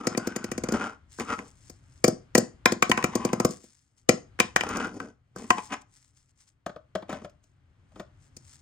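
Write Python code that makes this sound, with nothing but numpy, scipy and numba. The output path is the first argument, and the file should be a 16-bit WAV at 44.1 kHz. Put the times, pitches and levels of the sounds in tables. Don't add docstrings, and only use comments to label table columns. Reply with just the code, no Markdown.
import sys
import numpy as np
from scipy import signal
from scipy.fft import rfft, irfft, next_fast_len
from scipy.io import wavfile
from numba import njit

SR = 44100
rng = np.random.default_rng(int(sys.argv[2]) if len(sys.argv) > 2 else 0)


def int16_out(signal):
    q = np.round(np.clip(np.atleast_2d(signal).T, -1, 1) * 32767)
    wavfile.write(sys.argv[1], SR, q.astype(np.int16))


def voltage_ratio(decibels):
    exponent = np.asarray(decibels, float) / 20
    return 10 ** exponent


N = 379701
TIME = np.arange(N) / SR

# nominal time in seconds, then the relative strength in dB
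BLOWS = [(0.051, -35, -34.5, -67, -50), (0.069, -9.5, -23.5, -22.5, -16), (0.147, -23, -37.5, -28, -51),
         (0.174, -11.5, -26.5, -27, -17.5), (0.271, -15.5, -34, -27, -23.5),
         (0.361, -18.5, -36, -30, -21.5), (0.441, -19, -41.5, -30, -25.5), (0.515, -18.5, -33, -27, -24),
         (0.578, -17.5, -37.5, -30, -25.5), (0.636, -15.5, -32, -27.5, -25), (0.686, -16, -34, -29, -25.5),
         (0.721, -14, -36, -33, -24.5), (1.185, -27.5, -34.5, -56, -44), (1.196, -22.5, -35, -25.5, -29),
         (1.388, -40, -36, -31.5, -41), (1.697, -36.5, -50, -52, -35), (2.041, -5, -19, -11, -7),
         (2.079, -4.5, -22.5, -32, -13.5), (2.35, -5, -15, -8.5, -6.5), (2.378, -4.5, -27, -26, -8.5),
         (2.656, -9.5, -9.5, -4, -11), (2.72, -9.5, -29, -23.5, -18), (2.823, -14, -9, -5.5, -12),
         (2.895, -9, -32, -31.5, -19), (2.914, -18.5, -15, -6, -16), (2.974, -17, -18.5, -15.5, -25),
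         (3.025, -34, -31.5, -28, -37), (3.04, -10.5, -17, -14, -16.5), (3.153, -10, -27, -26.5, -17.5),
         (3.249, -8, -28, -28, -19.5), (3.33, -9, -22.5, -23.5, -21), (3.399, -9.5, -18, -21, -19),
         (3.448, -5.5, -21, -24, -14), (3.507, -30, -58, -60, -32), (3.638, -39.5, -71, -55, -46),
         (4.0895, -2.5, -18, -5, -6), (4.389, -27.5, -28, -24, -37), (4.399, -12, -10.5, -2.5, -9.5),
         (4.56, -21, -10.5, -6.5, -13.5), (4.607, -23.5, -24, -14, -24), (4.634, -34.5, -27, -31, -31.5),
         (4.688, -57, -35, -45, -29), (4.769, -21, -29.5, -52, -26.5), (4.868, -25.5, -38, -48, -42),
         (4.94, -33, -47.5, -56, -49), (5, -29, -28, -32, -39), (5.058, -43, -51, -64, -61),
         (5.36, -27.5, -35.5, -60, -39), (5.503, -15, -9.5, -8.5, -15.5), (8.366, -41.5, -73, -50, -34)]
# time of the maximum
# in seconds, rise in seconds, fall in seconds, relative board level in dB, relative dome level in dB,
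# favoured dome pitch in Hz.
ROLLS = [(0.019, 0.29, 0.18, -42.5, -48.5, 1163), (0.198, 0.24, 0.45, -49, -41.5, 1451),
         (0.746, 0.022, 0.033, -25, -32, 1400), (0.828, 0.18, .11, -37.5, -34, 1400),
         (1.326, .07, 0.033, -34.5, -29, 1330), (2.989, 0.015, 0.044, -37.5, -31.5, 1076),
         (3.2, 0.15, .2, -45.5, -38, 1081), (3.418, 0.081, .08, -49, -45, 1328),
         (4.661, 0.04, .15, -41.5, -37.5, 1290), (4.829, 0.19, 0.078, -34.5, -32.5, 1450),
         (5.013, 0.017, 0.11, -40, -49.5, 1480), (5.583, 0.017, .025, -40, -32, 995)]
# time of the maximum in seconds,
# rise in seconds, fall in seconds, relative board level in dB, relative dome level in dB.
SCUFFS = [(1.206, 0.0047, 0.039, -29, -27.5), (1.388, 0.015, 0.082, -37.5, -42),
          (4.975, 0.082, 0.026, -38.5, -52.5), (5.38, 0.022, .14, -41, -45),
          (5.732, 0.031, 0.034, -36, -24.5), (7.109, 0.028, 0.118, -41, -37.5),
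          (7.248, 0.026, 0.013, -34.5, -45), (7.85, 0.2, 0.33, -76.5, -79.5),
          (8.005, 0.052, 0.019, -45, -54.5)]
# nominal time in seconds, relative strength of the knock in dB,
# strength of the metal tick relative to the knock in dB.
SOCKET_CONTACTS = [(6.663, -20.5, -18.5), (6.695, -30.5, -39), (6.762, -32.5, -46.5), (6.953, -16.5, -22.5),
                   (7.024, -30.5, -45), (7.094, -26.5, -17.5), (7.128, -23, -22), (7.144, -36, -34.5),
                   (7.247, -29.5, -36), (7.296, -60, 2), (7.439, -67.5, 8), (7.92, -53.5, -12.5),
                   (7.959, -37, -25), (7.998, -23.5, -23.5)]
# time of the maximum in seconds, rise in seconds,
# fall in seconds, level in dB.
RUSTLES = [(1.129, 0.033, 0.14, -56), (1.206, 0.035, .05, -48.5), (1.334, 0.11, 0.14, -56.5),
           (1.491, .06, .04, -60), (1.689, 0.19, .08, -60), (1.98, 0.3, 0.12, -68),
           (3.521, .08, 0.094, -49), (3.65, 0.092, .25, -61), (3.98, 0.018, .06, -65.5),
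           (5.374, 0.013, 0.21, -52.5), (5.66, 0.19, 0.058, -52.5), (5.816, 0.005, 0.014, -57),
           (5.95, .06, 0.23, -62), (6.17, 0.016, 0.099, -66), (6.299, .03, .03, -70.5),
           (6.41, 0.049, .06, -61), (6.479, .02, 0.049, -65), (7.436, 0.013, 0.12, -77),
           (8.013, 0.12, 0.028, -67.5), (8.244, 0.086, 0.075, -68.5), (8.368, 0.0033, 0.014, -62.5),
           (8.54, 0.162, 0.082, -56)]

# frequency in Hz, relative level in dB, 60 dB decay time in seconds.
BOARD_MODES = [(113, -27, .108), (191, -8, .03), (244, -3, .028), (333, 0, .032), (337, 3, .02),
               (491, -14, .051), (560, -26, .09), (635, -19, .05), (770, -21, .04)]
DOME_MODES = [(726, -13, 0.11), (820, 5.5, 0.0064), (1040, 0, 0.036), (1140, 0, 0.018), (1361, -2.5, 0.023),
              (1527, 5.5, 0.0071), (1550, 2.5, 0.021), (1700, -3, 0.0063), (1915, -1.5, 0.017),
              (2050, -7, 0.026), (2290, -3, 0.012), (2367, -11, 0.051), (2520, -3, 0.014),
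              (2990, -4.5, 0.012), (3720, -3, 0.0028)]
CAP_MODES = [(4580, -2, 0.0041), (5100, -3.5, 0.013), (5610, 0.5, 0.0036), (6130, -3.5, 0.011),
             (6670, -2, 0.0094), (7175, -5.5, 0.015), (7860, -4.5, 0.0056), (8520, -6.5, 0.011),
             (9150, -3.5, 0.0044), (9860, -5, 0.0032), (12650, -13, 0.0049), (13600, -17.5, 0.031),
             (15260, -18.5, .004)]
BOX_MODES = [(190, -8, 0.054), (310, -5, 0.027), (552, -7, 0.035), (579, -13, 0.13), (629, -0.5, 0.032),
             (956, 0, 0.0067), (1171, 1, 0.01), (1400, -1, 0.0081), (1793, -5.5, 0.0068),
             (2300, -15.5, 0.014), (3370, -3, 0.00167)]
BOARD_SIGNS = np.array([1, -1, 1, 1, -1, -1, 1, -1, 1])

# frequency in Hz, relative gain in dB per Hz.
RUSTLE_SPECTRUM = [(410, -67.5), (700, -15), (1040, -8), (1720, -9), (2040, -2.5), (2920, -12.5),
                   (5220, -4), (8190, -0.5), (9850, -8), (11000, -33), (13000, -14), (15200, -21.5),
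                   (16500, -33)]
RUMBLE_SPECTRUM = [(15, -50), (25, -17.5), (76, -5), (124, -6.5), (167, -26.5), (247, -17.5), (357, -30.5),
                   (1080, -33.5), (1290, -31), (2160, -35.5), (5920, -51), (7040, -52), (9000, -50.5),
                   (11700, -70.5), (19800, -120)]
# time in seconds, level in dB.
RUMBLE_COURSE = [(0.0, -62.5), (0.69, -49.5), (0.86, -60), (3.35, -54), (3.74, -73), (4.07, -67),
                 (4.27, -57), (4.75, -51), (5.2, -68), (5.63, -59), (6.06, -68.5), (6.66, -69), (7.12, -58),
                 (7.46, -65), (8.1, -58.5), (8.61, -60)]

# frequency in Hz, 60 dB decay time in seconds.
ROOM_DECAY = [(60, .5), (160, 0.33), (420, 0.27), (1100, 0.27), (2900, 0.21), (7000, 0.26), (15000, .15)]
# frequency in Hz, relative gain in dB.
ROOM_SPECTRUM = [(60, -26.5), (200, -23.5), (600, -17.5), (1500, -15.5), (3500, -16.5), (7000, -15.5),
                 (10000, -35.5), (15000, -26.5)]
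# frequency in Hz, left minus right in dB.
PORT_BALANCE = [(60, 6), (170, 0), (500, 4), (1100, 5), (1800, -1), (2400, 2.5), (3400, 7), (4100, 3.5),
                (4800, 7), (6100, 7.5), (7500, 8.5), (8300, 0), (10000, 1), (15000, 0)]
# frequency in Hz, lead of the left in radians.
PORT_PHASE = [(60, 0), (500, -.3), (860, .3), (1200, -.9), (1900, .4), (2900, 1.8), (3300, .8), (3900, 1.4),
              (4800, .5), (5700, 2.0), (6700, 1.2), (7400, 1.6), (8100, -.2), (9300, -1.1), (10800, -3.0),
              (12300, -3.8), (14000, -6.1), (16000, -6.7)]
# frequency in Hz, correlation from 0 to 1.
PORT_LIKENESS = [(60, 0.94), (150, 1), (380, 0.11), (950, 0.25), (2380, 0.063), (5980, 1), (15000, 0.07)]

BAND_EDGES = 25 * 2 ** np.arange(0, 9.6, .5)
CAP_UNDER_ROLL_DB = -20.5
ROCK_HZ, ROCK_DB = 40, 1.5
ROLL_ROUND, SCUFF_ROUND, RUSTLE_ROUND = 2.1, 1.4, 1.4
RETURN_S, RETURN_HZ, RETURN_DB = .040, (150, 250), -12


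def blows():
    s, board, lower, upper, cap = np.transpose(BLOWS)

    hard = 0.55 * np.maximum(cap + 18.6, 0)
    board_db = [board + 5.76 + hard * (hz > 450) for hz, db, t60 in BOARD_MODES]
    thump = strike(s + .001, board_db, BOARD_MODES, BOARD_SIGNS, push(1.2), spread_db=.8)
    late = np.concatenate([np.zeros(round(RETURN_S * SR)), thump])[:N]
    dull = signal.butter(2, RETURN_HZ, "band", fs=SR, output="sos")
    thump = thump + voltage_ratio(RETURN_DB) * signal.sosfilt(dull, late)

    def dome_and_cap(signs):
        dome_db = [(lower if hz < 1700 else upper) - 4.0 for hz, db, t60 in DOME_MODES]
        dome = strike(s + 0.0021, dome_db, DOME_MODES, signs, push(.12), spread_db=4.5)
        rattle = chatter(s - .001, cap - 13.0, rise_ms=5.6, fall_ms=2.9)
        return dome + body(rattle, CAP_MODES)

    index = np.arange(len(DOME_MODES))
    common = dome_and_cap((-1) ** index)
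    apart = dome_and_cap((-1) ** (index // 2))
    return thump + common + 0.67 * apart * [[1], [-1]]


def rolling():
    roll_swells = np.array([swell(*row[:3], ROLL_ROUND) for row in ROLLS])
    scuff_swells = np.array([swell(*row[:3], SCUFF_ROUND) for row in SCUFFS])
    swells = np.concatenate([roll_swells, scuff_swells])
    rows = np.array([row[:5] for row in ROLLS + SCUFFS])
    board_level = voltage_ratio(rows[:, 3]) @ swells
    dome_level = voltage_ratio(rows[:, 4]) @ swells
    cap_level = voltage_ratio(CAP_UNDER_ROLL_DB) * np.hypot(board_level, dome_level)

    strength = voltage_ratio(rows[:len(ROLLS), 4])
    pitched_level = strength @ roll_swells
    pitch = (strength * np.array(ROLLS)[:, 5]) @ roll_swells / pitched_level

    slow = signal.butter(2, ROCK_HZ, fs=SR, output="sos")
    rock = rms_one(signal.sosfilt(slow, rng.standard_normal(N)))
    bumps = grains(per_s=1400, size_db=4.0) * voltage_ratio(ROCK_DB * rock)

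    favoured = glide(np.gradient(bumps), pitch, 200.0, SR)
    favoured = rms_one(glide(favoured, pitch, 200.0, SR))
    dome = 0.66 * favoured * pitched_level + 0.5 * rms_one(body(bumps, DOME_MODES)) * dome_level

    soft = signal.oaconvolve(bumps, push(0.67))[:N]
    board = rms_one(body(soft, BOARD_MODES)) * board_level

    loose = [(hz, db * 2, t60 * 2) for hz, db, t60 in CAP_MODES]
    cap = rms_one(body(bumps, loose)) * cap_level
    return board + dome + cap


def socket():
    s, peak, tick = np.transpose(SOCKET_CONTACTS)
    knock_force = chatter(s - .002, peak - 22.0, rise_ms=1.8, fall_ms=5.7)
    tick_force = chatter(s - .001, peak + tick - 16.0, rise_ms=2.0, fall_ms=3.5)
    return body(knock_force, BOX_MODES) + body(tick_force, CAP_MODES + DOME_MODES[-3:])


def rustle():
    white = rng.standard_normal((2, 2, N)) * np.abs(grains(per_s=1800, size_db=2.5))
    hiss = rms_one(diffuse(white, lambda hz: voltage_ratio(at_hz(RUSTLE_SPECTRUM, hz))))
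    coloured = rms_one(hiss + .4 * rms_one(body(hiss, CAP_MODES)))
    level = sum(voltage_ratio(db) * swell(s, rise_s, fall_s, RUSTLE_ROUND) for s, rise_s, fall_s, db in RUSTLES)
    return coloured * level


def rumble():
    white = rng.standard_normal((2, 2, N))
    noise = rms_one(diffuse(white, lambda hz: voltage_ratio(at_hz(RUMBLE_SPECTRUM, hz))))
    return noise * in_time(RUMBLE_COURSE)


def room(x):
    t = TIME[:SR // 2]

    def dying(hz):
        return voltage_ratio(at_hz(ROOM_SPECTRUM, hz) - 60 * t / at_hz(ROOM_DECAY, hz) - 24)

    build_up = 1 - np.exp(-t / 0.002)
    tail = diffuse(rng.standard_normal((2, 2, len(t))), dying) * build_up
    return signal.oaconvolve(x[None], tail, axes=1)[:, :N]


def ports(x):
    size = next_fast_len(N + 4096)
    hz = np.maximum(np.arange(size // 2 + 1) * SR / size, 1)
    half = voltage_ratio(at_hz(PORT_BALANCE, hz) / 2) * np.exp(.5j * at_hz(PORT_PHASE, hz))
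    return irfft(rfft(x, size) * [half, 1 / half], size)[:, :N]


def strike(times, peak_db, modes, signs, contact, spread_db):
    at = np.round(times * SR).astype(int)
    out = np.zeros(N)
    luck = rng.standard_normal((len(at), len(modes)))
    for k, (hz, level_db, t60) in enumerate(modes):
        clicks = np.zeros(N)
        clicks[at] = voltage_ratio(peak_db[k] + level_db + spread_db * luck[:, k]) * signs[k]
        out += ring(clicks, hz, t60)
    return signal.oaconvolve(out, contact)[:N]


def push(ms):
    force = np.sin(np.linspace(0, np.pi, round(ms * SR / 1000) + 3))
    return force / force.sum()


def chatter(times, peak_db, rise_ms, fall_ms):
    t_ms = np.arange(2000) / SR * 1000
    clicks = np.zeros(N)
    clicks[np.round(times * SR).astype(int)] = voltage_ratio(peak_db)
    shape = (1 - np.exp(-t_ms / rise_ms)) * np.exp(-t_ms / fall_ms)
    return signal.oaconvolve(clicks, shape)[:N] * rng.laplace(size=N)


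def body(force, modes):
    return sum(voltage_ratio(db) * ring(force, hz, t60) * (-1) ** k for k, (hz, db, t60) in enumerate(modes))


def ring(force, hz, t60):
    r = np.exp(-np.log(1000) / (t60 * SR))
    w = 2 * np.pi * hz / SR
    return signal.lfilter([0, np.sin(w)], [1, -2 * r * np.cos(w), r * r], force + 1e-18)


@njit
def glide(force, hz, width_hz, rate):
    out, r = np.zeros(len(force)), np.exp(-np.pi * width_hz / rate)
    for i in range(2, len(force)):
        out[i] = force[i] + 2 * r * np.cos(2 * np.pi * hz[i] / rate) * out[i - 1] - r * r * out[i - 2]
    return out


def grains(per_s, size_db):
    sizes = voltage_ratio(size_db * np.minimum(rng.exponential(1, N), 4)) * rng.choice([-1, 1], N)
    return sizes * (rng.random(N) < per_s / SR)


def diffuse(white, band_gain):
    out = 0
    for k, (low, high) in enumerate(zip(BAND_EDGES, BAND_EDGES[1:])):
        band = signal.butter(2, [low, high], "band", fs=SR, output="sos")
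        mid, side = signal.sosfilt(band, white[k % 2])
        hz = np.sqrt(low * high)
        alike = np.clip(at_hz(PORT_LIKENESS, hz), 0, 1)
        pair = np.sqrt(1 + alike) * mid + np.sqrt(1 - alike) * side * [[1], [-1]]
        out = out + band_gain(hz) * pair
    return out


def swell(s, rise_s, fall_s, round_):
    away = np.where(TIME < s, (s - TIME) / abs(rise_s), (TIME - s) / abs(fall_s))
    return voltage_ratio(-20 * np.clip(away, 0, 2.5) ** round_)


def rms_one(x):
    return x / np.sqrt(np.mean(x ** 2) + 1e-20)


def in_time(rows):
    s, db = np.transpose(rows)
    return voltage_ratio(np.interp(TIME, s, db))


def at_hz(points, hz):
    table = np.array(points)
    return np.interp(np.log(hz), np.log(table[:, 0]), table[:, 1])


def scene():
    near = blows() + rolling() + socket()
    near = signal.sosfilt(signal.butter(2, 65, "high", fs=SR, output="sos"), near)
    return ports(near + room(near.mean(axis=0)) + rustle() + rumble())


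def top_cut(x):
    return signal.sosfilt(signal.butter(12, 16830, fs=SR, output="sos"), x)


def record(dry):
    mix = np.tanh(dry)
    return top_cut(mix)


dry = scene()
out = record(dry)
int16_out(out)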